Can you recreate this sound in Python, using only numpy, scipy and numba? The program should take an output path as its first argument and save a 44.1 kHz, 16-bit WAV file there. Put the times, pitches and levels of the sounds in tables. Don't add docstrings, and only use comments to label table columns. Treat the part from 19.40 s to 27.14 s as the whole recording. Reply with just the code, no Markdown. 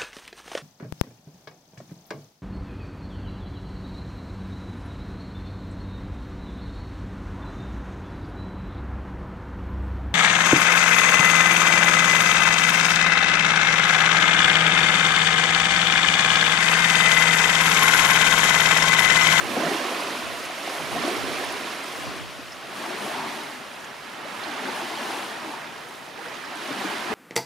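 import sys
import numpy as np
from scipy import signal
from scipy.fft import rfft, irfft
from scipy.io import wavfile
from scipy.ndimage import uniform_filter1d
from numba import njit

SR = 44100
rng = np.random.default_rng(int(sys.argv[2]) if len(sys.argv) > 2 else 0)


def inscribe(sig):
    pcm = np.round(np.clip(np.atleast_2d(sig).T, -1, 1) * 32767)
    wavfile.write(sys.argv[1], SR, pcm.astype(np.int16))


N = 341334
T = np.arange(N) / SR
HZ = np.maximum(np.arange(N // 2 + 1) * SR / N, 1)
SIDES = np.array([[1], [-1]])
DISSOLVE_S = (2.9, 3.57)


def undb(db):
    return 10 ** (np.asarray(db) / 20)


def unit(x):
    return x / np.sqrt(np.mean(x ** 2))


def by_pitch(table):
    hz, value = np.transpose(table)
    return np.interp(np.log(HZ), np.log(hz), value)


def shape(x, gain):
    return irfft(rfft(x) * gain, N)


def below(hz, order):
    return 1 / (1 + (HZ / hz) ** order)


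def walk(rate_hz):
    hold = int(SR / rate_hz)
    steps = np.repeat(rng.standard_normal(N // hold + 1), hold)
    return 1.3 * uniform_filter1d(uniform_filter1d(steps, hold), hold)[:N]


def swells(peak_s, level_db, rise_s, hold_s, fall_s):
    t = np.linspace(0, N / SR, 2000)
    age_s = t[:, None] - peak_s
    fade = np.maximum(-age_s, 0) / rise_s + np.maximum(age_s - hold_s, 0) / fall_s
    return np.interp(T, t, np.sum((undb(level_db) * np.exp(-fade)) ** 2, axis=1))


@njit
def ring(start_s, hz, cycles, size, rise):
    out = np.zeros((2, N))
    for k in range(len(start_s)):
        length = int(cycles[k] * SR / hz[k]) + 2
        step = 2 * np.pi * hz[k] / SR
        phasor = 1 + 0j
        pole = np.exp(1j * step - 5.76 / length)
        glide = np.exp(1j * step * rise / length)
        first = max(int(start_s[k] * SR), 0)
        for i in range(first, min(first + length, N)):
            phasor *= pole
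            pole *= glide
            swing = phasor.imag * min((i - first) * hz[k] / SR, 1.)
            out[0, i] += size[0, k] * swing
            out[1, i] += size[1, k] * swing
    return out


def valley():
    # f/Hz, level/dB
    spectrum = [(20, -16), (45, -17), (90, -10), (128, -0.5), (170, 1), (300, -11), (480, 0), (640, 2.5),
                (900, -4.5), (2000, -14), (6000, -27)]
    common, *own = shape(rng.standard_normal((3, N)), undb(by_pitch(spectrum)))
    level_db = np.interp(T, DISSOLVE_S, (-48, -47))
    return undb(level_db) * unit(common + np.array(own))


def wind():
    # f/Hz, level/dB
    eddies = [(25, -28), (50, 0), (85, 6), (130, 8.5), (190, 4.5), (280, -3), (600, -61)]
    # t/s, level/dB, fall/s
    gusts = [(.02, -32, 0.054), (.27, -44, 0.16), (.84, -37, 0.17), (1.41, -39.5, .15), (1.53, -35.5, 0.15),
             (1.81, -33.5, 0.21), (2.08, -41, 0.15), (2.58, -40, 0.14), (2.68, -34, 0.033),
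             (2.79, -32.5, 0.1), (3.02, -44, 0.24)]
    peak_s, level_db, fall_s = np.transpose(gusts)
    gust_power = swells(peak_s, level_db, rise_s=0.041, hold_s=0.016, fall_s=fall_s)
    force = np.sqrt(gust_power + undb(-65) ** 2)
    push, *own = shape(rng.standard_normal((3, N)), undb(by_pitch(eddies)))
    return force * (SIDES * unit(push) + undb(-9) * unit(np.array(own)))


def splashes(impacts, lag_s, scatter, cycles, spray_db, pan_db, count=8):
    impact_s, level_db, main_hz = np.transpose(impacts)[:, :, None]
    late, pitch, swing, bearing = rng.standard_normal((len(impacts), 4, count)).transpose(1, 0, 2)
    is_spray = np.arange(count) > 0
    start_s = impact_s + is_spray * lag_s * np.abs(late)
    hz = np.minimum(main_hz * np.exp(is_spray * scatter * (pitch + .4)), SR / 3)
    size = undb(level_db) * np.where(is_spray, undb(spray_db) * swing, 1)
    pan = undb(SIDES * (pan_db + 3 * bearing.ravel()) / 2)
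    return ring(start_s.ravel(), hz.ravel(), np.full(hz.size, float(cycles)), size.ravel() * pan, 0.27)


def drops():
    # t/s, level/dB, f/Hz
    landings = [(.206, -33, 8500), (.604, -35, 8000), (1.039, -39, 11200), (1.051, -33, 7200),
                (1.058, -35, 9200), (1.313, -36, 4800), (1.68, -34, 9000), (1.772, -32.5, 11000),
                (2.045, -34, 9200), (2.122, -34, 10000), (2.436, -34, 8100), (2.579, -40, 11000),
                (2.642, -37.5, 4980), (3.121, -38, 5000), (4.445, -40, 6360), (5.036, -30, 4110),
                (5.555, -35, 4350), (6.486, -45, 9460), (6.615, -47, 9100), (6.884, -40, 4650),
                (6.941, -39, 6220), (7.049, -35, 5100), (7.153, -38, 8500), (7.565, -31, 3540)]
    return splashes(landings, lag_s=0.0053, scatter=0.067, cycles=35, spray_db=-4.5, pan_db=-3)


def pebbles(flow, count=1400):
    when, luck, bearing = rng.random((count, 3)).T
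    strength = undb(-2 * np.log(luck + .02))
    knocks = np.zeros((2, N))
    knocks[:, (when * N).astype(int)] = strength * np.sqrt([bearing, 1 - bearing])
    clicks = shape(knocks, (1 - below(3000, order=4)) * below(6100, order=3))
    return undb(-55) * unit(clicks * np.sqrt(flow))


def sloshes(count=60, cycles=28.0, climb_oct=0.045):
    # centre t/s, level/dB, length/s, hollow f/Hz, pitch spread/oct
    folds = [(0.189, -32, .04, 700, .25), (0.289, -32, .06, 692, 0.36), (0.731, -36.5, .05, 300, 0.22),
             (1.34, -36, .11, 665, 0.19), (1.443, -50.5, 0.088, 333, 0.24),
             (1.886, -33.5, 0.064, 343, 0.28), (2.201, -45, 0.14, 350, .2), (2.7, -42.5, .14, 332, 0.26),
             (3.69, -44, 0.11, 780, 0.23), (3.798, -33.5, 0.052, 890, .18), (3.887, -39, .07, 1050, 0.21),
             (3.952, -43, .1, 338, 0.13), (5.419, -37.5, 0.064, 810, 0.14), (5.559, -40, .14, 833, 0.26),
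             (5.73, -36.5, 0.11, 810, 0.24), (6.063, -40, 0.055, 327, 0.19), (6.127, -38.5, .06, 930, .18),
             (6.831, -41.5, 0.083, 524, 0.45), (6.883, -40, 0.068, 1500, .35),
             (6.899, -43, 0.059, 600, 0.35), (7.135, -38.5, 0.037, 860, 0.18),
             (7.14, -44, 0.078, 334, 0.13), (7.33, -38.5, 0.073, 300, 0.3), (7.425, -36, 0.047, 1090, 0.15),
             (7.521, -36, 0.051, 854, 0.31)]
    out = 0
    for centre_s, level_db, length_s, hollow_hz, spread_oct in folds:
        when, pitch, swing, bearing = rng.standard_normal((4, count))
        hz = np.minimum(hollow_hz * 2 ** (spread_oct * pitch + climb_oct * when), SR / 3)
        size = swing * undb(SIDES * (-1.5 + 3 * bearing) / 2)
        swarm = ring(centre_s + when * length_s / 2, hz, np.full(count, cycles), size, 0.18)
        energy = np.mean(np.sum(swarm ** 2, axis=1))
        out = out + swarm * undb(level_db) * np.sqrt(length_s * SR / energy)
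    return out


def slaps():
    # t/s, level/dB, f/Hz
    pockets = [(.164, -15, 687), (.168, -15.5, 496), (.172, -15, 253), (.202, -18, 750), (.224, -21, 323),
               (.234, -14.5, 656), (.283, -24, 260), (.316, -15, 399), (.75, -20, 980), (1.099, -20.5, 700),
               (1.276, -21.5, 760), (1.35, -21.5, 655), (1.517, -17.5, 725), (1.561, -16.5, 680),
               (1.637, -17, 680), (1.645, -19.5, 290), (1.677, -14, 635), (1.676, -18, 320),
               (1.937, -23, 440), (2.553, -22, 1040), (2.99, -30, 268), (3.438, -18, 1040),
               (3.474, -28, 297), (3.628, -28.5, 198), (3.662, -20, 720), (3.674, -24.5, 320),
               (3.787, -23, 1010), (4.856, -27, 617), (5.082, -29, 288), (5.196, -19.5, 825),
               (5.25, -25, 254), (5.256, -21, 1440), (5.28, -22, 366), (5.421, -22, 765),
               (5.423, -23.5, 334), (5.61, -27, 244), (5.698, -25, 353), (5.768, -26, 364),
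               (6.044, -29, 350), (6.047, -22, 980), (6.137, -24, 860), (6.149, -27, 1130),
               (6.358, -29, 1025), (6.79, -25.5, 760), (6.855, -22, 1400), (7.305, -22, 275),
               (7.448, -19.5, 303), (7.454, -28, 1525), (7.711, -22, 930), (7.718, -17, 408)]
    return splashes(pockets, lag_s=0.011, scatter=0.367, cycles=24.6, spray_db=-15.5, pan_db=1.5)


def troughs():
    # t/s, gurgle change/dB, half length/s
    ebbs = [(.1, -2, 0.039), (1.212, -1, .05), (2.482, -1, 0.084), (2.904, -2.5, 0.055), (3.138, -1.5, .14),
            (4.595, -3.5, 0.064), (6.64, 1, .11), (6.976, -0.5, 0.033), (7.59, -1, 0.037)]
    return sum(db * np.exp(-((T - centre_s) / half_s) ** 2) for centre_s, db, half_s in ebbs)


def thumps(gurgle_env):
    # t/s, level/dB
    falls = [(.11, -46.5), (.24, -45), (1.41, -52), (1.54, -44.5), (2.01, -67), (2.67, -56.5), (3.37, -59),
             (3.63, -60), (3.8, -49.5), (7.71, -48.5)]
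    power = swells(*np.transpose(falls), rise_s=0.021, hold_s=0.031, fall_s=0.05)
    return np.sqrt(power + (undb(-30.5) * gurgle_env) ** 2)


def foam():
    # t/s, level/dB, rise/s, hold/s, fall/s
    runups = [(0.246, -41.5, 0.55, 0.074, 0.86), (1.26, -46, 0.24, 0.28, 0.28),
              (1.64, -43.5, 0.1, 0.063, 0.37), (1.94, -45.5, 0.25, 0.16, 0.8),
              (2.544, -51.5, 0.14, 0.081, 0.15), (3.375, -48, 0.054, 0.41, 0.37),
              (3.66, -50, 0.17, 0.31, 0.26), (5.038, -50, 0.19, 0.53, .35), (5.327, -48.5, 0.16, .3, .35),
              (5.707, -47.5, .1, 0.086, 0.3), (6.853, -57, 0.052, 0.33, .3), (7.25, -48.5, 0.17, .17, 0.37),
              (7.463, -47.5, 0.14, .33, .3)]
    return np.sqrt(swells(*np.transpose(runups)) + undb(-55.5) ** 2)


def surge(hold_s=0.085, ripple_db=-52.5):
    # break t/s, wash level/dB, build-up/s, drain/s, gurgle re wash/dB, pan/dB
    waves = [(0.195, -39, .01, 0.08, 6, -14), (0.28, -30.6, 1, 0.52, 0.5, -6),
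             (0.58, -33.5, 0.26, 0.62, -4, -1.5), (1.31, -36, 0.21, 0.13, -3.5, -3),
             (1.6, -33.5, 0.16, 0.26, 1.5, -8.5), (1.67, -40, 0.018, 0.036, 6.5, -5),
             (2.0, -33.5, 0.96, 0.48, -1, -4.5), (2.34, -37, 0.71, 0.36, -5.5, -4),
             (2.63, -37.5, 0.2, 0.3, -1, 2.5), (3.44, -36, 0.3, 0.72, -1.5, -2.5),
             (3.65, -46, 0.036, .06, 7.5, -6), (3.8, -35.5, 0.39, 0.32, -2, -3.5),
             (4.41, -45.5, 0.041, 0.99, -4, -2), (5.07, -38.5, 0.54, 0.23, -6, -8),
             (5.3, -35, 0.48, 0.41, 0, -3.5), (5.69, -35.5, 0.29, 0.38, -2.5, -0.5),
             (6.06, -40, 0.48, 0.63, -2.5, -6), (6.85, -43.5, 0.13, 0.3, -4, -11.5),
             (7.46, -32, 0.43, 0.4, -3.5, -4), (7.73, -35.5, 0.1, .3, 3, -10)]
    break_s, wash_db, build_s, drain_s, gurgle_db, pan_db = np.transpose(waves)

    def envelope(level_db, lead_s=0, stretch=1):
        power = swells(break_s - lead_s, level_db, build_s * stretch, hold_s, drain_s * stretch)
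        return np.sqrt(power + undb(ripple_db) ** 2)

    gurgle = envelope(wash_db + gurgle_db, lead_s=0.016, stretch=0.81)
    left, right = envelope(wash_db + pan_db / 2), envelope(wash_db - pan_db / 2)
    wash = np.sqrt(left * right)
    fizz = foam()
    sift = np.sqrt(wash * fizz)
    ebb_db = troughs()
    return gurgle * undb(ebb_db), wash * undb(0.26 * ebb_db), sift, fizz, 20 * np.log10(left / right)


def cloud(low_hz, high_hz, cycles, scatter, blur_db, clump_db, count):
    when, pitch, life, luck, bearing = rng.random((count, 5)).T
    hz = low_hz * (high_hz / low_hz) ** pitch
    size = hz * undb(-scatter * np.log(luck + 0.019))
    angle = 2 * np.pi * bearing
    mid_side = np.array([np.cos(angle), np.sin(angle)])
    bubbles = ring(when * N / SR, hz, cycles * (.5 + life), size * mid_side, 0.09)
    blur = rng.standard_normal((2, N))
    clumps = undb(clump_db * walk(20))
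    return clumps * (unit(bubbles) * np.sqrt((high_hz - low_hz) / (SR / 2)) + undb(blur_db) * blur)


def on_beach(water, power_share, band_hz):
    # f/Hz, level/dB
    open_beach = [(50, -18), (100, -24), (180, -11), (270, -3), (360, -3), (510, -5.5), (700, -2),
                  (810, -6.5), (890, -7.5), (1020, -3), (1400, -6), (2900, -8.5), (8100, -20.5),
                  (9700, -17), (15500, -31)]
    # f/Hz, level/dB
    sheltered_beach = [(50, -20), (100, -11), (220, -3.5), (365, -1.1), (440, -4.5), (505, -8.5), (590, -4),
                       (760, -1.6), (900, 0), (1450, -2.1), (1700, -1.5), (3000, -8), (4700, -15),
                       (8100, -24), (9700, -21.5), (15500, -35.5)]
    # f/Hz, correlation
    likeness = [(100, 1), (300, 0.91), (650, 0.91), (1400, 0.66), (3100, 0.81), (7000, 0.73), (10000, 0.55),
                (15000, 0.09)]
    correlation = np.clip(by_pitch(likeness), 0, .98)
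    mid, side = rfft(water) * np.sqrt(power_share)
    side = side * np.sqrt((1 - correlation) / (1 + correlation))
    inside = (HZ > band_hz[0]) & (HZ < band_hz[1])
    dissolve = np.interp(T, DISSOLVE_S, (0, 1))
    out = 0
    for beach, weight in ((open_beach, 1 - dissolve), (sheltered_beach, dissolve)):
        colour = undb(by_pitch(beach))
        rms = np.sqrt(2 * np.sum(np.abs(mid * colour)[inside] ** 2)) / N
        out = out + weight * irfft((mid + SIDES * side) * colour, N) / rms
    return out


def surf():
    gurgle_env, wash_env, sift_env, fizz_env, wash_pan_db = surge()
    gurgle_pan_db = np.interp(T, DISSOLVE_S, (-1, 5.5))
    deep, low = below(188, order=8), below(850, order=6)
    middle, upper = below(2870, order=8), below(6760, order=8)
    heave = on_beach(rng.standard_normal((2, N)), deep * (1 - below(145, order=4)), (80, 170))
    big = cloud(169.9, 1288, cycles=39, scatter=1.6, blur_db=-2.9, clump_db=0.097, count=5000)
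    gurgle = on_beach(big, low * (1 - deep), (150, 900))
    small = cloud(639.5, 4238, cycles=56.5, scatter=0.99, blur_db=0.79, clump_db=0.13, count=11000)
    wash = on_beach(small, (1 - low) * middle, (1000, 4000))
    fine = cloud(2320, 8070, cycles=57, scatter=2.5, blur_db=0, clump_db=0.27, count=26000)
    sift = on_beach(fine, (1 - middle) * upper, (3000, 6000))
    finest = cloud(4740, 15500, cycles=34, scatter=3.1, blur_db=1.3, clump_db=0.99, count=45000)
    fizz = on_beach(finest, 1 - upper, (6000, 15000))
    return (heave * thumps(gurgle_env) * undb(SIDES * gurgle_pan_db / 4)
            + gurgle * gurgle_env * undb(-0.9 + SIDES * gurgle_pan_db / 2)
            + wash * wash_env * undb(-1.5 + SIDES * wash_pan_db / 2)
            + sift * sift_env * undb(-1.12 + SIDES * wash_pan_db / 3)
            + fizz * fizz_env * undb(-2.07 - SIDES * 0.2)
            + pebbles(wash_env))


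def scene():
    crests = undb(-3) * slaps()
    ticks = undb(2.5) * drops()
    folds = undb(-1) * sloshes()
    pockets = shape(folds + crests, 1 - below(130, order=6))
    return surf() + pockets + ticks + undb(-5.5) * wind() + valley()


def record(dry):
    return signal.sosfilt(signal.ellip(10, .2, 70, 15600, fs=SR, output="sos"), dry)


dry = scene()
out = record(dry)
inscribe(out)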